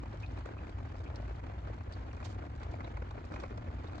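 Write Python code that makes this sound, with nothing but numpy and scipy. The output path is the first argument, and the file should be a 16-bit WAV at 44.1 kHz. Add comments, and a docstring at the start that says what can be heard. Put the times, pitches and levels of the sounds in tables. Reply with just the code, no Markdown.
"""A quiet attic, heard through a hand-held camera with two microphone ports.
The bed is the building's steady low rumble under a soft, wavering rush. Dull taps patter on boards like
rain on a roof, each a low push, a thud and a woody clack, with a few small ringing pings among them.
Handling adds faint crackles and one short rustle on the right."""
import sys
import numpy as np
from scipy import signal
from scipy.fft import rfft, irfft
from scipy.io import wavfile
from scipy.ndimage import uniform_filter1d

SR = 44100
rng = np.random.default_rng(int(sys.argv[2]) if len(sys.argv) > 2 else 0)


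def wav_out(sig):
    """Save sig, one row per channel (or a flat mono array), as 16-bit PCM at SR to the path in sys.argv[1]."""
    wavfile.write(sys.argv[1], SR, np.round(np.clip(np.atleast_2d(sig).T, -1, 1) * 32767).astype(np.int16))


N = 176400

# Stereo width, as how alike the two ports sound: freq_hz, coherence
PORT_COHERENCE = [(60, .998), (150, 1), (330, 0.88), (500, 0.91), (780, 0.54), (980, 0.12), (1400, 0.34),
                  (1800, 0.47), (2500, 0.53), (3500, 0.25), (6000, 0.23)]
# How late the right port hears a sound: freq_hz, lag_s
RIGHT_PORT_LAG = [(80, 0.00026), (170, 0.000057), (260, 0.00056), (400, 0.0006), (600, 0.00035),
                  (800, 0.00034), (1300, 0.000458)]
# Tone of the bed, the rumble and the rush at each port: freq_hz, relative_db
RUMBLE_EQ = [(15, -33.5), (30, -13), (41, -16.5), (48, -13.5), (55, 1.5), (68, -7), (82, -3.5), (106, -6),
             (125, -12), (145, -20), (168, -20), (192, -27), (230, -19.5), (330, -29), (700, -65)]
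RUSH_LEFT_EQ = [(100, -29.5), (230, -0.5), (320, 3), (420, -10), (680, -1), (950, -3.5), (1450, -7),
                (1800, -10), (2450, -21), (2900, -15), (4500, -27), (5600, -34), (7400, -34), (8800, -61)]
RUSH_RIGHT_EQ = [(100, -38), (230, 0), (320, 6), (520, -6.5), (800, -5), (1200, -8), (1500, -7.5),
                 (2300, -12.5), (3300, -23), (4500, -25.5), (5600, -29), (7400, -33.5), (8800, -65.5)]
# Swell of the background patter: time_s, gain_db
PATTER_SWELL = [(0, -4.5), (.6, 0.5), (1.1, 3), (1.799, 1), (2.4, 3), (2.95, 0), (3.3, 5.5), (3.7, 2),
                (4, 4.5)]
# Foreground taps, before their trims: start_s, clack_db, thud_db
ACCENT_TAPS = [(0.032, -40, -40), (0.056, -41, -64), (0.14, -61, -41.5), (0.373, -38.5, -50),
               (0.389, -41, -54), (0.456, -36, -40), (0.486, -40.5, -41.5), (0.51, -47, -45),
               (0.534, -43, -40.5), (0.632, -40.5, -57.5), (0.667, -43, -43), (0.691, -42.5, -39.5),
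               (0.952, -40.5, -53.5), (1.099, -39.5, -42), (1.198, -58, -37), (1.436, -39, -49),
               (1.496, -41.5, -41), (1.671, -40.5, -50), (1.697, -54, -38), (1.806, -42.5, -48),
               (2.2, -37.5, -49), (2.225, -39, -42), (2.302, -46, -48), (2.422, -45, -42),
               (2.613, -43, -57), (2.629, -34.5, -49), (2.738, -38, -42.5), (2.804, -33.5, -43),
               (2.845, -38, -40), (2.875, -37, -40), (2.936, -47, -48), (2.969, -33.5, -52),
               (3.02, -36, -35.5), (3.106, -39.5, -56), (3.178, -45, -42), (3.212, -52, -43),
               (3.24, -41.5, -44), (3.316, -41, -35), (3.338, -38, -47), (3.359, -34.5, -47),
               (3.401, -37, -41.5), (3.435, -33, -39.5), (3.45, -43, -53), (3.524, -47, -47),
               (3.576, -38.5, -38.5), (3.84, -39.5, -48.5), (3.93, -38.5, -41), (3.978, -41, -40.5)]
# Tone of a tap's layers, the thud, the clack and the whole board's push: freq_hz, relative_db
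THUD_EQ = [(80, -17), (190, -6), (300, -2.5), (400, -2.5), (500, -1.5), (700, -3), (800, -12),
           (1600, -37.5), (4000, -65.5)]
CLACK_EQ = [(350, -13.5), (750, 4.5), (1000, 5.5), (1450, 2.5), (1800, -4.5), (2480, -2.5), (2800, -20),
            (4300, -18), (7400, -29.5), (8800, -44.5), (12000, -59.5)]
PUSH_EQ = [(25, -27), (100, -4.5), (165, 6.5), (195, -9), (235, 4), (330, 1), (420, -3), (530, -5),
           (700, -5), (1000, -32), (2500, -78)]
# Pan of the taps across the spectrum: freq_hz, left_minus_right_db
TAP_PAN = [(200, -1), (380, 6), (560, 7.5), (950, -1.5), (1300, -2.5), (1900, -6.5), (2700, 8), (4000, 0.5),
           (6000, 0.5)]
# Handling rubs: start_s, level_db, decay_s
CRACKLE_CUES = [(.03, -62, 0.0057), (0.2, -58, 0.0081), (.223, -62, 0.016), (.385, -58.5, .008),
                (.456, -57, 0.011), (.668, -65.5, 0.013), (.857, -59, .003), (0.963, -60, 0.0082),
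                (1.039, -57.5, 0.0076), (1.923, -52, 0.0097), (2.129, -55.5, .004), (2.202, -62, 0.0044),
                (2.229, -56.5, 0.0052), (2.598, -60, .008), (2.631, -54.5, .008), (3.109, -56.5, 0.0047),
                (3.249, -58.5, .01), (3.338, -55, 0.014), (3.399, -52, .012), (3.433, -55, .005),
                (3.575, -52, 0.0053), (3.954, -57.5, 0.0054), (3.979, -54, 0.0065)]
# Bright tone of the crackles: freq_hz, relative_db
CRACKLE_EQ = [(1200, -18.5), (2400, -10), (3200, 1), (4300, 2), (5400, -3), (7600, -8.5), (8800, -19.5),
              (12000, -38.5)]
# Small ringing ticks and squeaks: start_s, level_db, pitch_hz, width_hz
PING_CUES = [(.231, -43, 2510, 110), (.261, -52, 3900, 600), (.583, -52, 2550, 170),
             (1.061, -50, 2350, 260), (1.157, -44, 4600, 1000), (1.935, -48, 4450, 450),
             (2.112, -53, 2510, 300), (2.843, -50, 3750, 300), (3.869, -53, 3700, 330)]
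# Envelope of the rustle: time_s, level_db
RUSTLE_ENVELOPE = [(2.238, -72), (2.248, -54), (2.257, -51.5), (2.272, -68), (2.32, -65), (2.355, -87)]
# Hissy tone of the rustle: freq_hz, relative_db
RUSTLE_EQ = [(1500, -10), (3000, 0), (4500, 0), (7000, -4.5), (8800, -14), (11000, -24), (15000, -27)]
# Microphone response: freq_hz, gain_db
MIC_EQ = [(20, -4), (40, 1), (8300, -2), (9400, -19.5), (10800, -19), (11700, -9), (15700, -16)]

TIME_S, FREQ_HZ = np.arange(N) / SR, np.fft.rfftfreq(N, 1 / SR)


def amp(db):
    """Decibels to gain."""
    return 10 ** (np.asarray(db) / 20)


def unit_rms(x):
    """Scales to rms 1."""
    return x / np.sqrt(np.mean(x ** 2) + 1e-20)


def curve(points, hz):
    """Reads a table on a log-frequency axis."""
    knots_hz, value = np.transpose(points)
    return np.interp(np.log(hz + 1), np.log(knots_hz + 1), value)


def place(mix, start_s, sound):
    """Drops a stereo sound into the mix at its cue."""
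    part = mix[:, max(round(start_s * SR), 0):][:, :sound.shape[1]]
    part += sound[:, :part.shape[1]]


def pan(balance_db):
    """Left and right gains; positive leans left."""
    return amp(np.array([[.5], [-.5]]) * balance_db)


def port_noise(size):
    """White noise at the two ports: alike in the bass, and a little later on the right."""
    hz = np.fft.rfftfreq(size, 1 / SR)
    left, unrelated = rfft(rng.standard_normal((2, size)))
    coherence = np.clip(curve(PORT_COHERENCE, hz), -1, 1)
    right = coherence * left + np.sqrt(1 - coherence ** 2) * unrelated
    delay = np.exp(-2j * np.pi * hz * curve(RIGHT_PORT_LAG, hz))
    return irfft(np.array([left, right * delay]), size)


def equalise(x, eq, size=4096):
    """Minimum-phase EQ that leaves white noise at the same power."""
    hz = abs(np.fft.fftfreq(size, 1 / SR))
    log_gain = np.log(unit_rms(amp(curve(eq, hz))))
    impulse = np.fft.ifft(np.exp(np.conj(signal.hilbert(log_gain)))).real
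    return signal.oaconvolve(x, impulse[None, :size // 2], axes=1)[:, :N]


def wander(rate_hz):
    """Random movement of rms 1, mostly slower than rate_hz."""
    return unit_rms(irfft(rfft(rng.standard_normal(N)) / (1 + (FREQ_HZ / rate_hz) ** 4), N))


def flicker(x, depth_db):
    """Shifts the tone from moment to moment, in random patches a few hundred Hz wide."""
    frames = signal.stft(x, nperseg=256, noverlap=192)[2]
    across_bands = uniform_filter1d(rng.standard_normal(frames.shape[1:]), size=3, axis=0)
    patches = unit_rms(uniform_filter1d(across_bands, size=10, axis=1))
    gain = unit_rms(amp(depth_db * np.tanh(patches / 2) * 2))
    return signal.istft(frames * gain, nperseg=256, noverlap=192)[1][:, :N]


def building_rumble(level_db=-42.5):
    """The building's steady low rumble, almost dead centre."""
    rumble = unit_rms(irfft(rfft(port_noise(N)) * amp(curve(RUMBLE_EQ, FREQ_HZ)), N))
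    return amp(level_db) * pan(balance_db=.5) * rumble


def air_rush(level_db=-53.5, waver_db=2.5, treble_hz=2000):
    """A soft rush of air whose level wavers and whose treble flickers."""
    tone = amp([curve(RUSH_LEFT_EQ, FREQ_HZ), curve(RUSH_RIGHT_EQ, FREQ_HZ)])
    rush = unit_rms(irfft(rfft(port_noise(N)) * tone, N))
    treble = signal.sosfiltfilt(signal.butter(2, treble_hz, "high", fs=SR, output="sos"), rush)
    rush = rush - treble + flicker(treble, depth_db=2.5)
    return amp(level_db + waver_db * wander(rate_hz=52)) * rush


def tap_strikes(patter_per_s=90, spread_db=2.5, thud_trim_db=-4.5, clack_trim_db=-7.5):
    """Hits on the boards, a thud row and a clack row: weak random patter under the cued accents."""
    chance, force, tone = rng.random(N), rng.standard_normal(N), rng.standard_normal((2, N))
    base_db = np.array([[-56.5], [-59]])  # thud, clack
    swell_db = np.interp(TIME_S, *np.transpose(PATTER_SWELL))
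    scatter_db = spread_db * np.clip(.5 * force + tone, -2, 2)
    strikes = (chance < patter_per_s / SR) * amp(base_db + swell_db + scatter_db)
    for start_s, clack_db, thud_db in ACCENT_TAPS:
        strikes[:, round(start_s * SR)] += amp([thud_db + thud_trim_db, clack_db + clack_trim_db])
    return strikes


def board_taps(attack_s=.002, hold_s=.0044, decay_s=.0034, tail_s=.018, push_gain_db=19.5):
    """Each tap pushes a damped board, shakes it for a few milliseconds and leaves a short tail."""
    t = TIME_S[:3072]
    body = np.exp(-np.maximum(t - hold_s, 0) / decay_s)
    tails = amp([[-12], [-10]]) * np.exp(-t / tail_s)  # thud, clack
    shapes = np.minimum(t / attack_s, 1) * np.maximum(body, tails)
    strikes = tap_strikes()
    # Overlapping taps add in power.
    power = signal.oaconvolve(strikes ** 2, shapes ** 2, axes=1)[:, :N]
    thud_envelope, clack_envelope = np.sqrt(abs(power))
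    thud = equalise(thud_envelope * port_noise(N), THUD_EQ)
    clack = flicker(equalise(clack_envelope * port_noise(N), CLACK_EQ), depth_db=3)
    # The bare thud hits drive the push, which gives each tap its weight.
    lag_s = curve(RIGHT_PORT_LAG, FREQ_HZ) * np.array([[0], [1]])
    push = amp(push_gain_db) * equalise(strikes[:1], PUSH_EQ)
    spectrum = rfft(thud + clack) + rfft(push) * np.exp(-2j * np.pi * FREQ_HZ * lag_s)
    return irfft(spectrum * pan(curve(TAP_PAN, FREQ_HZ)), N)


def handling_crackles(ticks_per_s=45, tick_decay_s=.003, rub_attack_s=.0007, size=8192):
    """Handling makes short bright rubs, each a little different in tone, among tiny random dry ticks."""
    t = TIME_S[:size]
    ticks = (rng.random(N) < ticks_per_s / SR) * amp(rng.uniform(-69, -62, N))
    out = signal.oaconvolve(ticks, np.exp(-t / tick_decay_s))[:N] * port_noise(N)
    for start_s, level_db, decay_s in CRACKLE_CUES:
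        envelope = np.minimum(t / rub_attack_s, 1) * np.exp(-t / decay_s)
        place(out, start_s, amp(level_db) * envelope * port_noise(size))
    return pan(balance_db=-1) * flicker(equalise(out, CRACKLE_EQ), depth_db=3.5)


def pings(attack_s=.002, base_decay_s=.0077, base_width_hz=255, size=4096):
    """Scratchy ticks that each ring in one resonance; the narrower it is, the longer they last."""
    out, t, hz = np.zeros((2, N)), TIME_S[:size], np.fft.rfftfreq(size, 1 / SR)
    for start_s, level_db, pitch_hz, width_hz in PING_CUES:
        ring = irfft(rfft(port_noise(size)) / (1 + ((hz - pitch_hz) / width_hz) ** 2), size)
        decay_s = base_decay_s * np.sqrt(base_width_hz / width_hz)
        envelope = np.minimum(t / attack_s, 1) * np.exp(-t / decay_s)
        envelope_rms = np.sqrt(np.mean(envelope ** 2))
        place(out, start_s, amp(level_db) * envelope_rms * unit_rms(ring * envelope))
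    return out * pan(balance_db=-1)


def handling_rustle(grain_db=2):
    """A brush close to the right port: one sharp scrape that slides on as a soft, grainy hiss."""
    level_db = np.interp(TIME_S, *np.transpose(RUSTLE_ENVELOPE), left=-np.inf, right=-np.inf)
    rub = amp(level_db + grain_db * wander(rate_hz=300)) * port_noise(N)
    return pan(balance_db=-12) * equalise(rub, RUSTLE_EQ)


def scene():
    """The attic mix: the bed, the taps and the small details on top."""
    bed = building_rumble() + air_rush()
    return bed + board_taps() + handling_crackles() + pings() + handling_rustle()


def record(dry):
    """The microphone adds faint hiss and dulls the top end, ahead of a steep high cut."""
    hiss_db, high_cut_hz = -94, 15700
    hissing = dry + amp(hiss_db) * rng.standard_normal((2, N))
    response = amp(curve(MIC_EQ, np.fft.rfftfreq(2 * N, 1 / SR)))
    dulled = irfft(rfft(hissing, 2 * N) * response)[:, :N]
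    high_cut = signal.firwin(255, high_cut_hz, window=("kaiser", 7), fs=SR)
    return signal.oaconvolve(dulled, high_cut[None], "same")


dry = scene()
out = record(dry)
wav_out(out)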